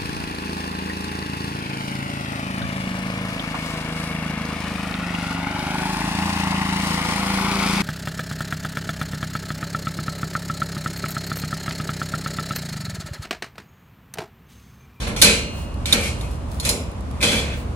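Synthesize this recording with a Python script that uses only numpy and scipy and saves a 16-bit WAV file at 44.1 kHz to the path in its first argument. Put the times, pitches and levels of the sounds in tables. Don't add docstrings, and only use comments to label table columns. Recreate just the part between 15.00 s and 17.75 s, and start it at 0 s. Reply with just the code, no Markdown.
import sys
import numpy as np
from scipy import signal
from scipy.fft import rfft, irfft, next_fast_len
from scipy.io import wavfile

SR = 44100
rng = np.random.default_rng(int(sys.argv[2]) if len(sys.argv) > 2 else 0)


def int16_out(signal):
    q = np.round(np.clip(np.atleast_2d(signal).T, -1, 1) * 32767)
    wavfile.write(sys.argv[1], SR, q.astype(np.int16))


N = 121275


def undb(db):
    return 10 ** (np.asarray(db) / 20)


def unit(x):
    return x / np.sqrt(np.sum(x ** 2) / len(np.atleast_2d(x)) + 1e-18)


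def along(points, hz):
    p = np.array(points)
    return np.interp(np.log(hz + 1), np.log(p[:, 0]), p[:, 1])


def shape(x, gain):
    size = next_fast_len(2 * x.shape[-1])
    hz = np.arange(size // 2 + 1) * SR / size
    return irfft(rfft(x, size) * gain(hz), size)[..., :x.shape[-1]]


def colour(x, points):
    return shape(x, lambda f: undb(along(points, f)))


def brighten(x, db_per_octave):
    return shape(x, lambda f: undb(db_per_octave * np.log2(np.clip(f, 1000, 14000) / 4000)))


def add(track, start_s, x):
    i = max(int(start_s * SR), 0)
    track[i:i + len(x)] += x[:N - i]


def radiate(force, response):
    return signal.fftconvolve(force[None], response, axes=1)[:, :N]


def clicks(size, per_s, scatter_db):
    when, sign, strength = rng.random((3, N))[:, :size]
    return (when < per_s / SR) * np.sign(sign - .5) * undb(-scatter_db * np.log(strength + 0.0018))


def modes(table, size=SR * 3 // 2):
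    t = np.arange(size) / SR
    ear_rad = np.array([[.42], [-.42]])
    ring = 0
    for k, (hz, db, t60) in enumerate(table):
        phase = (-1) ** k * ear_rad * min(hz / 2000, 1)
        ring = ring + undb(db - 60 * t / t60) * np.sin(2 * np.pi * hz * t + phase)
    return unit(ring)


# frequency in Hz, relative spectral level in dB.
AIR_SPECTRUM = [(20, -36), (36, -12), (52, -1), (80, 0.06), (100, -8), (122, -6), (150, -13), (210, -13),
                (290, -16), (390, -24), (560, -21), (750, -25), (1100, -25), (1600, -35), (2600, -39),
                (5000, -46), (10000, -50), (15000, -68)]
# frequency in Hz, coherence between the ears from 0 to 1.
AIR_COHERENCE = [(50, 0.95), (250, 0.92), (1000, 0.06), (3000, 0.068), (10000, 0.19)]


def background():
    air_db, waver_db, hum_hz, hum_db = -27, 0.73, 81.6, -44.5
    t = np.arange(N) / SR
    mid = shape(rng.standard_normal(N), lambda f: np.sqrt(1 + along(AIR_COHERENCE, f)))
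    side = shape(rng.standard_normal(N), lambda f: np.sqrt(1 - along(AIR_COHERENCE, f)))
    drift = lambda hz: np.sqrt(N) * unit(shape(rng.standard_normal(N), lambda f: np.exp(-(f / hz) ** 2)))
    air = np.sqrt(N) * unit(colour(np.array([mid + side, mid - side]), AIR_SPECTRUM))
    air *= undb(air_db - waver_db * drift(hz=5.1))
    hum = undb(hum_db) * np.sqrt(2) * np.sin(2 * np.pi * hum_hz * t + drift(hz=10.4))
    return air + hum


# frequency in Hz, gain in dB.
CRACK_SPECTRUM = [(1500, 0), (3500, 12), (7000, 10), (10500, 13), (14000, 1.5), (16000, -32)]


def crack(decay_s):
    t = np.arange(SR // 10) / SR
    return unit(colour(rng.standard_normal((2, len(t))), CRACK_SPECTRUM) * np.exp(-t / decay_s))


# start in seconds, level in dB.
FAT_SPITS = [(0.742, -47), (1.308, -51), (1.335, -50), (1.356, -51), (1.516, -43.5), (1.916, -47),
             (2.008, -48), (2.112, -45)]
# start in seconds, decay in seconds, level in dB.
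SIZZLE_FLARES = [(1.309, 0.029, -46.5), (1.514, 0.044, -46)]


def sizzle():
    steady_db, spit_s = -69, 0.0025
    t = np.arange(N) / SR
    spits = np.zeros(N)
    for start_s, db in FAT_SPITS:
        add(spits, start_s, undb([db]) * np.sqrt(SR * spit_s * 2))
    flares = sum(undb(db) * (t > start_s) * np.exp(-np.abs(t - start_s) / decay_s)
                 for start_s, decay_s, db in SIZZLE_FLARES)
    crackle = np.sqrt(N) * unit(clicks(N, per_s=1000, scatter_db=3))
    return radiate(spits + (undb(steady_db) + flares) * crackle, crack(spit_s))


# start in seconds, length in seconds, relative drive in dB, change over the stroke in dB,
# brightness in dB/octave, relative arm ring in dB, tilt of that ring in dB/octave.
STROKES = [(0.0, 0.069, -9, -10.5, -1.5, -10, -7), (0.073, 0.022, -13, -14, 4.5, 3, -16),
           (0.164, 0.091, -17.5, 2, 5.5, -3, -14), (0.255, 0.057, 3.5, -20, 0.5, 1.5, -8),
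           (0.863, 0.085, -9.5, -1, 0.5, -11, 7), (0.971, 0.073, -17, 3.5, 4.5, 1.5, -12),
           (1.034, 0.05, -10.5, -2, 2.5, 1.5, -22), (1.178, 0.18, -29.5, -12, 7, -9, -5),
           (1.216, 0.057, -34, -15, 4, 12, -17), (1.623, 0.033, -13, 6, 1, -24, 6),
           (1.657, 0.026, -2.5, -16, 5, 0, -16), (2.206, 0.026, -19, 10.5, 8, 8, -9),
           (2.229, 0.17, -7, -3.5, 1.7, 4.5, 3.5), (2.401, 0.14, -18, -3.5, -4, 4, -7)]
# frequency in Hz, relative level in dB, t60 in seconds.
ARM_MODES = [(2115, -5, .16), (2190, -3, .14), (2290, -2, .09), (2350, 2, .16), (2430, -2, .12),
             (2535, 1, .22), (2590, -4, .3), (3171, 1, .18), (3255, -2, .12), (3410, 3, .13),
             (3480, 1, .11), (4118, -7, .14), (4715, -7, .14)]


def scrapes():
    plate, notes, cracks, box = np.zeros((4, N))
    arms = np.zeros((2, N))
    for start_s, length_s, db, change_db, brightness, arms_db, tilt in STROKES:
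        size = int(length_s * SR)
        envelope = undb(db - 14 + change_db * np.arange(size) / size)
        slips = np.sqrt(size) * unit(clicks(size, per_s=900, scatter_db=1.5)) * envelope
        rub = brighten(slips, brightness)
        add(plate, start_s, rub)
        add(notes, start_s, undb(-21) * rub)
        add(cracks, start_s, undb(-16) * rub)
        add(box, start_s, undb(-8) * slips)
        grip = 1 + 0.002 * rng.standard_normal(len(ARM_MODES))
        held = [(hz * detune, mode_db + tilt * np.log2(hz / ARM_MODES[0][0]), t60)
                for (hz, mode_db, t60), detune in zip(ARM_MODES, grip)]
        for ear, ring in zip(arms, radiate(slips, modes(held, size=SR // 5))):
            add(ear, start_s, undb(arms_db - 5) * ring)
    return np.array([plate, notes, cracks, box]), arms


# frequency in Hz, t60 in seconds.
PLATE_DECAY = [(200, 1), (1200, 0.44), (2600, 0.5), (5000, 0.4), (9000, 0.33), (14000, 0.39)]


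def wash(spectrum, gap_hz, spread_turns):
    t = np.arange(SR) / SR
    bins_hz = np.arange(SR // 2 + 1)
    offset, _, phase, ear = rng.random((3000, 4)).T
    hz = ((np.arange(len(offset)) + offset) * gap_hz).astype(int)
    keep = hz < SR // 2
    turns = phase + np.array([[.5], [-.5]]) * spread_turns * (ear - .5)
    lines = np.zeros((2, len(bins_hz)), complex)
    lines[:, hz[keep]] = (undb(along(spectrum, hz)) * np.exp(2j * np.pi * turns))[:, keep]
    ring = 0
    for band_hz, t60 in PLATE_DECAY:
        band = along([(f, float(f == band_hz)) for f, _ in PLATE_DECAY], bins_hz)
        ring = ring + irfft(lines * band, SR) * undb(-60 * t / t60)
    return unit(ring)


# frequency in Hz, relative level of the crowded modes in dB.
TRAY_SPECTRUM = [(300, -7.5), (1100, -7), (1500, 0), (1950, -5.5), (2380, 6), (2780, -3.5), (3400, -2),
                 (4200, -1), (5200, -6), (8000, -6), (10500, -11), (13500, -30.5), (16000, -61)]
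# frequency in Hz, relative level in dB, t60 in seconds.
TRAY_MODES = [(2126, -8, .7), (2322, 0, .5), (2359, -2, .45), (2455, -8, .7), (2528, -3, .55),
              (2562, -13, 1.4), (2598, -4, .8), (2837, -6, 1.3), (2993, -4, .45), (3162, -8, .9),
              (3252, -4, .7), (3639, -7, .5), (4226, 1, .35), (4285, -3, .85), (4998, -10, .5),
              (5243, -10, .5), (5630, -3, .3), (5816, -7, .65), (5977, -5, .45), (6255, -12, .9),
              (6388, -11, .7), (6988, -5, .35), (7806, -8, .55), (8010, -7, .4)]


def tray(plate_drive, note_drive):
    crowded = undb(-4.5) * wash(TRAY_SPECTRUM, gap_hz=16, spread_turns=1)
    return radiate(plate_drive, crowded) + radiate(note_drive, modes(TRAY_MODES))


# frequency in Hz, relative level of the crowded modes in dB.
FIREBOX_SPECTRUM = [(90, -7), (180, 5.5), (330, 0.5), (560, 5.5), (750, -2), (1500, -8.5), (3000, -68)]
# frequency in Hz, relative level in dB, t60 in seconds.
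FIREBOX_MODES = [(180, 1, 0.51), (212, 1.5, 0.9), (237.7, 0.5, 0.37), (292.7, -5.5, 0.31),
                 (370.8, -1, 0.65), (450.5, 1.5, 0.57), (482.3, 5, 0.37), (543, -1, 0.53),
                 (581.8, -1, 0.77)]


def firebox(drive, rise_s=0.0089):
    bloom = lambda ring: unit(ring * (1 - np.exp(-np.arange(ring.shape[1]) / SR / rise_s)))
    clear = undb(-5.5) * bloom(modes(FIREBOX_MODES))
    crowded = undb(-6) * bloom(wash(FIREBOX_SPECTRUM, gap_hz=10, spread_turns=0.043))
    return radiate(drive, clear) + radiate(drive, crowded)


# start in seconds, six relative drives in dB (tray plate, tips, jaws, crack, tray notes,
# firebox), brightness in dB/octave, chatter decay in seconds.
BLOWS = [(0.069, -34.5, -50, -48, -60, -48, -30.5, -6.5, 0.0028),
         (0.163, -28.5, -53, -51, -45, -34, -37.5, -2.5, 0.0023),
         (0.216, -14, -29, -27, -19, -43, -59, 1.5, 0.0026),
         (0.2207, -11, -21, -17.5, -18.5, -18.5, -18, 2.5, 0.0034),
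         (0.243, -15, -24, -40, -24, -66, -29.5, 1.5, 0.11),
         (0.857, -30, -41, -34, -37.5, -33, -57, -2, 0.00068),
         (0.9253, -22, -29, -21, -25, -31, -24, -2.5, 0.0073),
         (0.9291, -27.5, -45, -18.5, -39, -47, -30, 5, 0.0099),
         (1.2107, -52, -54, -46, -50.5, -51.5, -43, -1, 0.0031),
         (1.599, -52, -37, -41, -39.5, -51, -65, -4, 0.0011),
         (1.650, -28.5, -43, -41, -34.5, -34.5, -29.5, 8, 0.0043),
         (1.690, -24.5, -29, -50, -26.5, -41, -26.5, 7, 0.0026),
         (2.212, -28.5, -48, -45, -52, -35, -30.5, 2, 0.0013),
         (2.2269, -16.5, -38, -38, -51, -31, -21.5, 2, 0.0068),
         (2.3153, -23.5, -48, -50, -52, -39, -25, 1.5, 0.0022)]


def clacks():
    plate, notes, cracks, box, tips, jaws = np.zeros((6, N))
    t = np.arange(SR // 10) / SR
    blow = np.sqrt(len(t)) * (t == 0)
    for start_s, plate_db, *drives_db, brightness, chatter_s in BLOWS:
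        chatter = unit(clicks(len(t), per_s=5000, scatter_db=1) * np.exp(-t / chatter_s))
        contact = blow[0] * unit(unit(blow) + undb(11.5) * chatter)
        add(plate, start_s, undb(plate_db) * brighten(contact, brightness))
        for drive, db in zip((tips, jaws, cracks, notes, box), drives_db):
            add(drive, start_s, undb(db) * blow)
    return np.array([plate, notes, cracks, box]), tips, jaws


# frequency in Hz, relative level in dB, t60 in seconds.
TIP_MODES = [(1440, -14, .09), (4250, 2, .14), (4370, 2, .1), (5060, -10, .03), (5450, -6, .06),
             (5710, -2, .05), (6790, -3, .09), (7170, -4, .04), (10230, -3, .05), (10470, -5, .07)]
JAW_MODES = [(3650, -13, 0.0048), (3675, -5.5, 0.023), (3770, -6, 0.012)]


def tongs(contact_rise_s=0.0003):
    clack_drives, tips, jaws = clacks()
    scrape_drives, arms = scrapes()
    plate, notes, cracks, box = clack_drives + scrape_drives
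    t = np.arange(SR // 10) / SR
    press = 1 - np.exp(-t / contact_rise_s)
    pings = radiate(tips, modes(TIP_MODES, len(t)) * press)
    knocks = radiate(jaws, modes(JAW_MODES, len(t)) * press)
    tray_ring = tray(plate, notes)
    contact_noise = radiate(cracks, unit(crack(decay_s=0.016) * press))
    return arms + pings + knocks + tray_ring + contact_noise + firebox(box)


# centre in seconds, half width in seconds, level in dB.
HISS_SWELLS = [(0.595, 0.068, -43), (1.555, 0.068, -48), (2.585, 0.054, -44.5)]
# frequency in Hz, relative spectral level in dB.
HISS_SPECTRUM = [(3000, 6), (6000, 2), (9500, 5.5), (12000, -5), (15500, 1)]


def hiss():
    t = np.arange(N) / SR
    level = sum(undb(db) * np.exp(-((t - centre_s) / width_s) ** 2)
                for centre_s, width_s, db in HISS_SWELLS)
    return level * np.sqrt(N) * unit(colour(rng.standard_normal((2, N)), HISS_SPECTRUM))


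# frequency in Hz, left minus right in dB.
EAR_BALANCE = [(70, -1.5), (200, -1), (700, 0.9), (2400, 0), (4400, -1), (8000, -3), (14000, 1.5)]


def scene():
    lag_s = 0.0001
    left, right = background() + tongs() + sizzle() + hiss()
    left_gain = lambda f: undb(along(EAR_BALANCE, f) / 2)
    right_gain = lambda f: np.exp(-2j * np.pi * f * lag_s) / left_gain(f)
    return np.array([shape(left, left_gain), shape(right, right_gain)])


def record(dry):
    lowpass = signal.ellip(8, .2, 70, 15600, fs=SR, output="sos")
    return signal.sosfilt(lowpass, np.clip(dry, -1, 1))


dry = scene()
out = record(dry)
int16_out(out)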